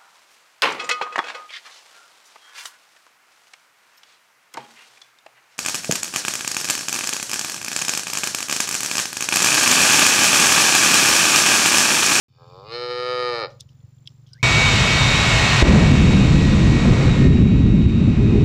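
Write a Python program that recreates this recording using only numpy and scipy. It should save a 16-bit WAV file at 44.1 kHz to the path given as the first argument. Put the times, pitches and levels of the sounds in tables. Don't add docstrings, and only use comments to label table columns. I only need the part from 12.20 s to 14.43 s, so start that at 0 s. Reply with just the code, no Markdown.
import sys
import numpy as np
from scipy import signal
from scipy.fft import rfft, irfft, next_fast_len
from scipy.io import wavfile
from scipy.ndimage import uniform_filter1d, map_coordinates

SR = 44100
rng = np.random.default_rng(int(sys.argv[2]) if len(sys.argv) > 2 else 0)


def volts_from_decibels(level):
    exponent = np.asarray(level, float) / 20
    return 10 ** exponent


def wav_record(signal):
    frames = np.transpose(np.atleast_2d(signal))
    bounded = np.clip(frames, -1, 1)
    quanta = np.round(bounded * 32767).astype(np.int16)
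    wavfile.write(sys.argv[1], SR, quanta)


N = 98298
T = np.arange(N) / SR


def unit(x):
    return x / np.sqrt(np.mean(x ** 2) + 1e-20)


def curves(rows):
    s, *cols = np.transpose(rows)
    return [np.interp(T, s, c) for c in cols]


def wobble(rate):
    return map_coordinates(rng.standard_normal(int(N * rate / SR) + 4), [T * rate])


def tone(hz):
    return np.sin(2 * np.pi * np.cumsum(hz) / SR)


def filtered(x, response):
    m = 2 * next_fast_len(N // 2 + SR // 4)
    return irfft(rfft(x, m) * response(np.fft.rfftfreq(m, 1 / SR)), m)[:N]


def peaks(rows):
    def response(f):
        total = 0
        for k, (centre, width, db) in enumerate(rows):
            resonance = 1j * f * width / (centre ** 2 - f * f + 1j * f * width)
            total = total + (-1) ** k * volts_from_decibels(db) * resonance
        return total
    return response


def throat(rows, shift=1, order=2, top_hz=11060):
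    def response(f):
        power = 0
        for centre, width, db in rows:
            damping = (f * width) ** 2
            detuning = ((centre * shift) ** 2 - f * f) ** 2
            power = power + volts_from_decibels(2 * db) * (damping / (detuning + damping)) ** order
        power = power / (1 + (f / top_hz) ** 40)
        cepstrum = irfft(np.log(power + 1e-11) / 2)
        cepstrum[1:len(cepstrum) // 2] *= 2
        cepstrum[len(cepstrum) // 2 + 1:] = 0
        return np.exp(rfft(cepstrum))
    return response


def noise(points):
    f, db = np.transpose(points)
    colour = lambda hz: volts_from_decibels(np.interp(np.log(hz + 1), np.log(f), db, -120, -120))
    return unit(filtered(rng.standard_normal(N), colour))


def pulses(cycles, scatter_db):
    at = np.interp(np.arange(np.ceil(cycles[0]), cycles[-1]), cycles, np.arange(N))
    taps = np.floor(at)[:, None] + np.arange(-7, 9)
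    gap = taps - at[:, None]
    size = volts_from_decibels(scatter_db * rng.standard_normal(400)[:len(at), None])
    clicks = size * np.sinc(gap) * np.cos(gap * np.pi / 16) ** 2
    return np.bincount(np.clip(taps, 0, N - 1).astype(int).ravel(), clicks.ravel(), N)


# f/Hz, level/dB
AIR_COLOUR = [(120, -40.5), (200, -26), (294, 1.5), (417, -5), (2840, -12), (3900, -12), (7180, -13.5),
              (8110, -25.5), (13000, -28.5)]
# f/Hz, level/dB
RUMBLE_COLOUR = [(20, -5), (50, -16), (90, 2), (170, -8.5), (260, -14), (400, -24.5)]
# f/Hz, level/dB
HISS_COLOUR = [(11500, -12), (13800, -8), (14800, -1), (15550, 5), (15600, -93)]


def air():
    breeze = volts_from_decibels(-71 + .8 * wobble(8)) * noise(AIR_COLOUR)
    rumble = volts_from_decibels(-57.5 + 2.5 * wobble(6)) * noise(RUMBLE_COLOUR)
    return breeze + rumble + volts_from_decibels(-84) * noise(HISS_COLOUR)


# f/Hz, width/Hz, level/dB
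HOLLOW_MODE = [(614.5, 86, 10)]


def yard(voice):
    t60_s, delay_s, dull_hz = 0.3, 0.019, 4130
    t = T[:SR // 2]
    tail = rng.standard_normal(len(t)) * volts_from_decibels(-60 * t / t60_s) * (t > delay_s)
    dulled = filtered(voice, lambda f: 1 / (1 + 1j * f / dull_hz) + peaks(HOLLOW_MODE)(f))
    return volts_from_decibels(-18) * signal.fftconvolve(dulled, tail / np.linalg.norm(tail))[:N]


# f/Hz, width/Hz, level/dB
EXHAUST_MODES = [(130, 58, -3.5), (95, 77, -11)]


def engine():
    first_firing_s, firings_per_s, speedup = .101, 18.06, 2.826
    t = T - first_firing_s
    puffs = pulses(firings_per_s * t + speedup / 2 * t * t, scatter_db=.8)

    def pipe(f):
        modes = peaks(EXHAUST_MODES)(f)
        return modes ** 2 * abs(modes)
    return volts_from_decibels(-49.5) * unit(filtered(puffs, pipe))


# t/s, level/dB, f/Hz, width/Hz
HOOF_THUD = (1.638, -41.5, 100, 39)


def hoof():
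    s, db, hz, width = HOOF_THUD
    blow = 1. * (np.arange(N) == int(s * SR))
    thud = filtered(blow, lambda f: peaks([(hz, width, 0)])(f) ** 2)
    return volts_from_decibels(db) * thud / abs(thud).max()


# t/s, f/Hz, level/dB
CRICKET_TONE = [(.1, 7150, -78), (.3, 7250, -74), (.42, 7540, -82.5), (1.4, 7040, -76), (1.95, 7300, -72.5),
                (2.05, 7200, -77.5), (2.065, 7040, -110)]


def cricket():
    trill_from_s, strokes_per_s, speedup = 1.452, 49.6, 5.4
    hz, level_db = curves(CRICKET_TONE)
    t = T - trill_from_s
    count = strokes_per_s * t + speedup / 2 * np.clip(t, 0, 9) ** 2
    strokes = np.cos(np.pi * count) ** 4
    return 2 * volts_from_decibels(level_db + 2 * wobble(40)) * strokes * tone(hz + 40 * wobble(200))


# t/s, f/Hz, level/dB
BRANCH_TONE = [
    (2.111, 1503, -76),
    (2.164, 1590, -57),
    (2.184, 1845, -62),
    (2.203, 2250, -55),
    (2.215, 2250, -60),
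    (2.22, 2550, -59),
    (2.228, 2460, -70),
]


def squeak():
    slips_per_s, speedup, depth = 55, 800, .85
    start_s, start_hz, _ = BRANCH_TONE[0]
    hz, level_db = curves([(start_s - .008, start_hz, -110)] + list(BRANCH_TONE))
    t = T - 2.118
    count = slips_per_s * t + speedup / 2 * t * t
    slips = 1 - depth * np.sin(np.pi * count) ** 2
    return 2 * volts_from_decibels(level_db) * slips * tone(hz * (1 + .025 * wobble(120)))


# t/s, peak level/dB, f/Hz, t60/s
TWIG_SNAPS = [(1.4022, -41, 5700, 0.007), (1.4065, -31, 5200, 0.007), (1.4082, -30, 3560, 0.009),
              (1.4145, -43, 3700, 0.006), (1.416, -50, 6000, .008), (1.4, -44, 3500, .008),
              (1.4075, -32, 6600, 0.006), (1.4085, -34, 7600, .005), (1.409, -44, 11600, .004),
              (1.4075, -42, 10300, 0.005), (1.407, -42, 9000, 0.006), (1.4015, -48, 7000, .005),
              (1.402, -52, 9800, .005), (1.491, -49.5, 3070, 0.011), (1.604, -58.5, 3500, .01),
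              (1.784, -60, 3270, 0.011), (1.8574, -49, 3280, .015), (1.874, -27, 3310, 0.013),
              (1.874, -36.5, 5110, 0.015), (1.874, -51.5, 2210, 0.024), (1.873, -69, 8800, 0.0036),
              (1.881, -42.5, 3100, .01), (1.891, -48.5, 5200, 0.0057), (2.065, -55, 3300, 0.018),
              (2.0696, -53.5, 4470, 0.0066), (2.0705, -54, 6520, .006), (2.081, -54, 3270, 0.0093),
              (2.09, -56, 3100, .012), (2.133, -39, 4900, 0.022), (2.132, -47, 5420, 0.021),
              (2.135, -54, 8500, 0.016)]


def snaps():
    attack_s, crack_db, crack_t60_s, rough_rad = 0.00048, -15, .006, .6
    out = np.zeros(N)
    crack = filtered(rng.standard_normal(N), lambda f: (f > 2800) / (1 + (f / 12000) ** 12))
    for s, db, hz, t60 in TWIG_SNAPS:
        t = np.clip(T - s, 0, None)
        onset = 1 - np.exp(-t / attack_s)
        ring = volts_from_decibels(4 - 60 * t / t60) * np.sin(2 * np.pi * hz * t + rough_rad * wobble(1500))
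        out += volts_from_decibels(db) * onset * (ring + volts_from_decibels(crack_db - 60 * t / crack_t60_s) * crack)
    return 1.4 * filtered(out, lambda f: (1j * f / (1j * f + 1400)) ** 3)


# t/s, level/dB, t60/s
SOFT_RUSTLES = [
    (1.294, -53, 0.15),
    (1.394, -44.5, 0.097),
    (1.482, -62, 0.2),
    (1.857, -58.5, 0.29),
    (2.062, -64.5, 0.68),
    (2.135, -66, 0.17),
]
# f/Hz, level/dB
TWIG_COLOUR = [(2300, -27), (2900, -4), (3900, -3), (4500, -6), (5200, 0), (6300, -8.5), (7500, -21),
               (12000, -32.5)]


def rustle():
    trail = np.zeros(N)
    for s, db, t60 in SOFT_RUSTLES:
        trail += volts_from_decibels(db - 60 * (T - s) / t60) * np.clip((T - s) / 0.01, 0, 1)
    return trail * unit(noise(TWIG_COLOUR) * volts_from_decibels(4 * wobble(300)))


def flanks(voice):
    level_db, t60_s, from_hz = -4, .013, 2200
    t = T[:SR // 2]
    near = rng.standard_normal(len(t)) * volts_from_decibels(-60 * t / t60_s) * (t > .0015)
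    near = near / np.linalg.norm(near)

    def response(f):
        highpass = (1j * f / (1j * f + from_hz)) ** 2
        scatter = 1 + volts_from_decibels(level_db) * highpass * rfft(near, 2 * len(f) - 2)
        return scatter / (abs(scatter) ** 2 + .1) ** .4
    return filtered(voice, response)


def posed(source, rows, poses, order):
    s = [p[0] for p in poses]
    out = 0
    for k, (_, shift) in enumerate(poses):
        share = np.interp(T, s, np.arange(len(s)) == k)
        pose = [r[:2] + (r[2 + k],) for r in rows]
        out = out + share * unit(filtered(source, throat(pose, shift, order=order)))
    return out


# t/s, level/dB
SNORT_LEVEL = [(.08, -67.5), (.15, -62.5), (.3, -64), (.42, -63.5), (.47, -60), (.52, -110)]
# f/Hz, width/Hz, level/dB
NOSTRIL_MODES = [(2420, 300, 0), (2980, 350, -6), (3600, 380, -2), (4600, 650, -1), (5290, 350, -3)]


def snort(breath):
    flow = breath + .5 * rng.standard_normal(N)
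    return volts_from_decibels(curves(SNORT_LEVEL)[0]) * unit(filtered(flow, throat(NOSTRIL_MODES, order=3)))


# f/Hz, width/Hz, level/dB with the lips shut tight, level/dB easing
NOSE_MODES = [(481, 246, 2.5, 3.5), (805, 160, 1, -1), (1058, 300, -1, -0.5), (1248, 192, 0.5, -5.5),
              (1590, 150, -5.5, -23.5), (3610, 740, -21, -19), (4560, 1100, -22, -18.5)]
# t/s, resonance shift as a ratio
NOSE_TIMES = [
    (.19, 1),
    (.3, 1.004),
]


def nose(source):
    return posed(source, NOSE_MODES, NOSE_TIMES, order=3)


# f/Hz, width/Hz, level/dB parting, level/dB open, level/dB wide, level/dB closing
MOUTH_MODES = [(388.4, 164, -10.5, -6.5, -9.5, -4.5), (500.6, 77, 1.5, 1.5, 1.3, 3.6),
               (576, 71, -19, -36, -34, -8), (840, 235, -13, -18, -18.5, -11.5),
               (1227, 101, 1.5, -12.5, -5, -1.5), (1378, 88.3, -11.5, -8.5, -16.5, -8.5),
               (1795, 148, -22, -15, -12, -9), (2264, 213, -16, -15, -16, -10.5),
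               (2659, 99, -7.5, -22, -21.5, -19), (3040, 173, -11.5, -16, -17, -19),
               (3830, 270, -15.5, -16, -16.5, -13), (4200, 188, -10.5, -11, -24, -11),
               (4823, 350, -11.5, -18, -18, -14), (5347, 160, -13, -15, -27.5, -19)]
# t/s, resonance shift as a ratio
MOUTH_TIMES = [
    (.47, 0.93),
    (.56, 0.99),
    (0.951, 1.001),
    (1.2, 1.001),
]
# f/Hz, width/Hz, level/dB
SIDE_CAVITY = [(4157, 160, 2)]
# t/s, level/dB
CAVITY_SWELL = [
    (.5, -48),
    (.525, -9),
    (.56, -8.5),
    (.6, -34.5),
    (.64, -59.5),
]
# f/Hz, width/Hz, level/dB
BUZZ_MODES = [(6200, 910, -3.5), (7200, 900, -12.5), (8460, 1100, -12.5), (10700, 1500, -16.5)]


def mouth(source, breath, pitch):
    top_hz, rasp = 5440, 0.3
    tube = filtered(source, throat([(top_hz / 2, 4 * top_hz, 0)], top_hz=top_hz))
    formants = posed(tube, MOUTH_MODES, MOUTH_TIMES, order=2)
    cavity = volts_from_decibels(curves(CAVITY_SWELL)[0]) * unit(filtered(source, throat(SIDE_CAVITY)))
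    buzz_db = -31.5 + 0.66 * np.clip(pitch - 114, -30, 0)
    buzz = volts_from_decibels(buzz_db) * unit(filtered(source + rasp * breath, throat(BUZZ_MODES)))
    return formants + cavity + buzz


# t/s, f/Hz, level/dB, roughness 0-1
HUM_NOTES = [(.14, 81.1, -65.5, 0.4), (.174, 84.1, -62, .33), (.181, 85.5, -54, 0.33),
             (.238, 86.16, -51, 0.38), (.328, 88.7, -47.5, 0.33), (.386, 95, -44, .25),
             (.43, 100, -48, 0.37), (.48, 109.6, -40, 0.18)]
# t/s, f/Hz, level/dB, roughness 0-1
BAWL_NOTES = [(.525, 117.4, -31, 0.13), (.555, 120, -29.5, 0.13), (.6, 122.2, -30, 0.043),
              (.75, 123.1, -28, 0.12), (.908, 124.9, -24.5, 0.099), (1.09, 122.7, -23.5, 0.05),
              (1.16, 117.9, -25, 0.13), (1.2, 115.6, -25, 0.069), (1.23, 105.5, -24.5, 0.087)]
# t/s, f/Hz, level/dB, roughness 0-1
CREAK_NOTES = [
    (1.245, 96.76, -25.5, 0.066),
    (1.262, 87.46, -32.5, 0.1),
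    (1.286, 75.16, -48.5, 0.33),
    (1.328, 67.28, -59, 0.49),
    (1.389, 64.7, -76.5, 0.59),
]
# t/s, opening 0-1
LIP_OPENING = [
    (.425, 0),
    (.455, 0.29),
    (.5, 1),
    (1.27, 0.9),
    (1.3, 0.39),
]


def calf():
    notes = [(.11, 80.44, -74, 0.11)] + list(HUM_NOTES) + list(BAWL_NOTES) + list(CREAK_NOTES)
    pitch, level_db, rough = curves(notes)
    pitch = uniform_filter1d(pitch, size=SR // 25)
    jitter = 0.0008 + .09 * rough ** 2
    cycles = np.cumsum(pitch * (1 + jitter * wobble(70))) / SR
    gated = unit(rng.standard_normal(N) * np.exp(-2.5 * (cycles % 1)))
    breath = filtered(gated, lambda f: f / (f + 2500))
    folds = unit(pulses(cycles, scatter_db=.4) / np.sqrt(pitch))
    source = folds + np.clip(rough, 0, 1) * breath
    opening = np.clip(curves(LIP_OPENING)[0], 0, 1)
    voice = (1 - opening) * nose(source) + opening * mouth(source, breath, pitch)
    waver_db = 5.5 * rough * wobble(29.67)
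    return -volts_from_decibels(level_db + waver_db) * voice + snort(breath)


def scene():
    background = air() + engine() + hoof() + cricket() + squeak() + snaps() + rustle()
    voice = flanks(calf())
    return (background + yard(voice) + voice)[None]


def roll_off(x):
    return signal.sosfilt(signal.butter(12, 15690, fs=SR, output="sos"), x)


def record(dry):
    start_s, fade_s, fade_db = 0.084, 0.2, -10.5
    fade = volts_from_decibels(fade_db * np.clip(1 - (T - start_s) / fade_s, 0, 1)) * (T > start_s)
    return roll_off(dry * fade)


dry = scene()
out = record(dry)
wav_record(out)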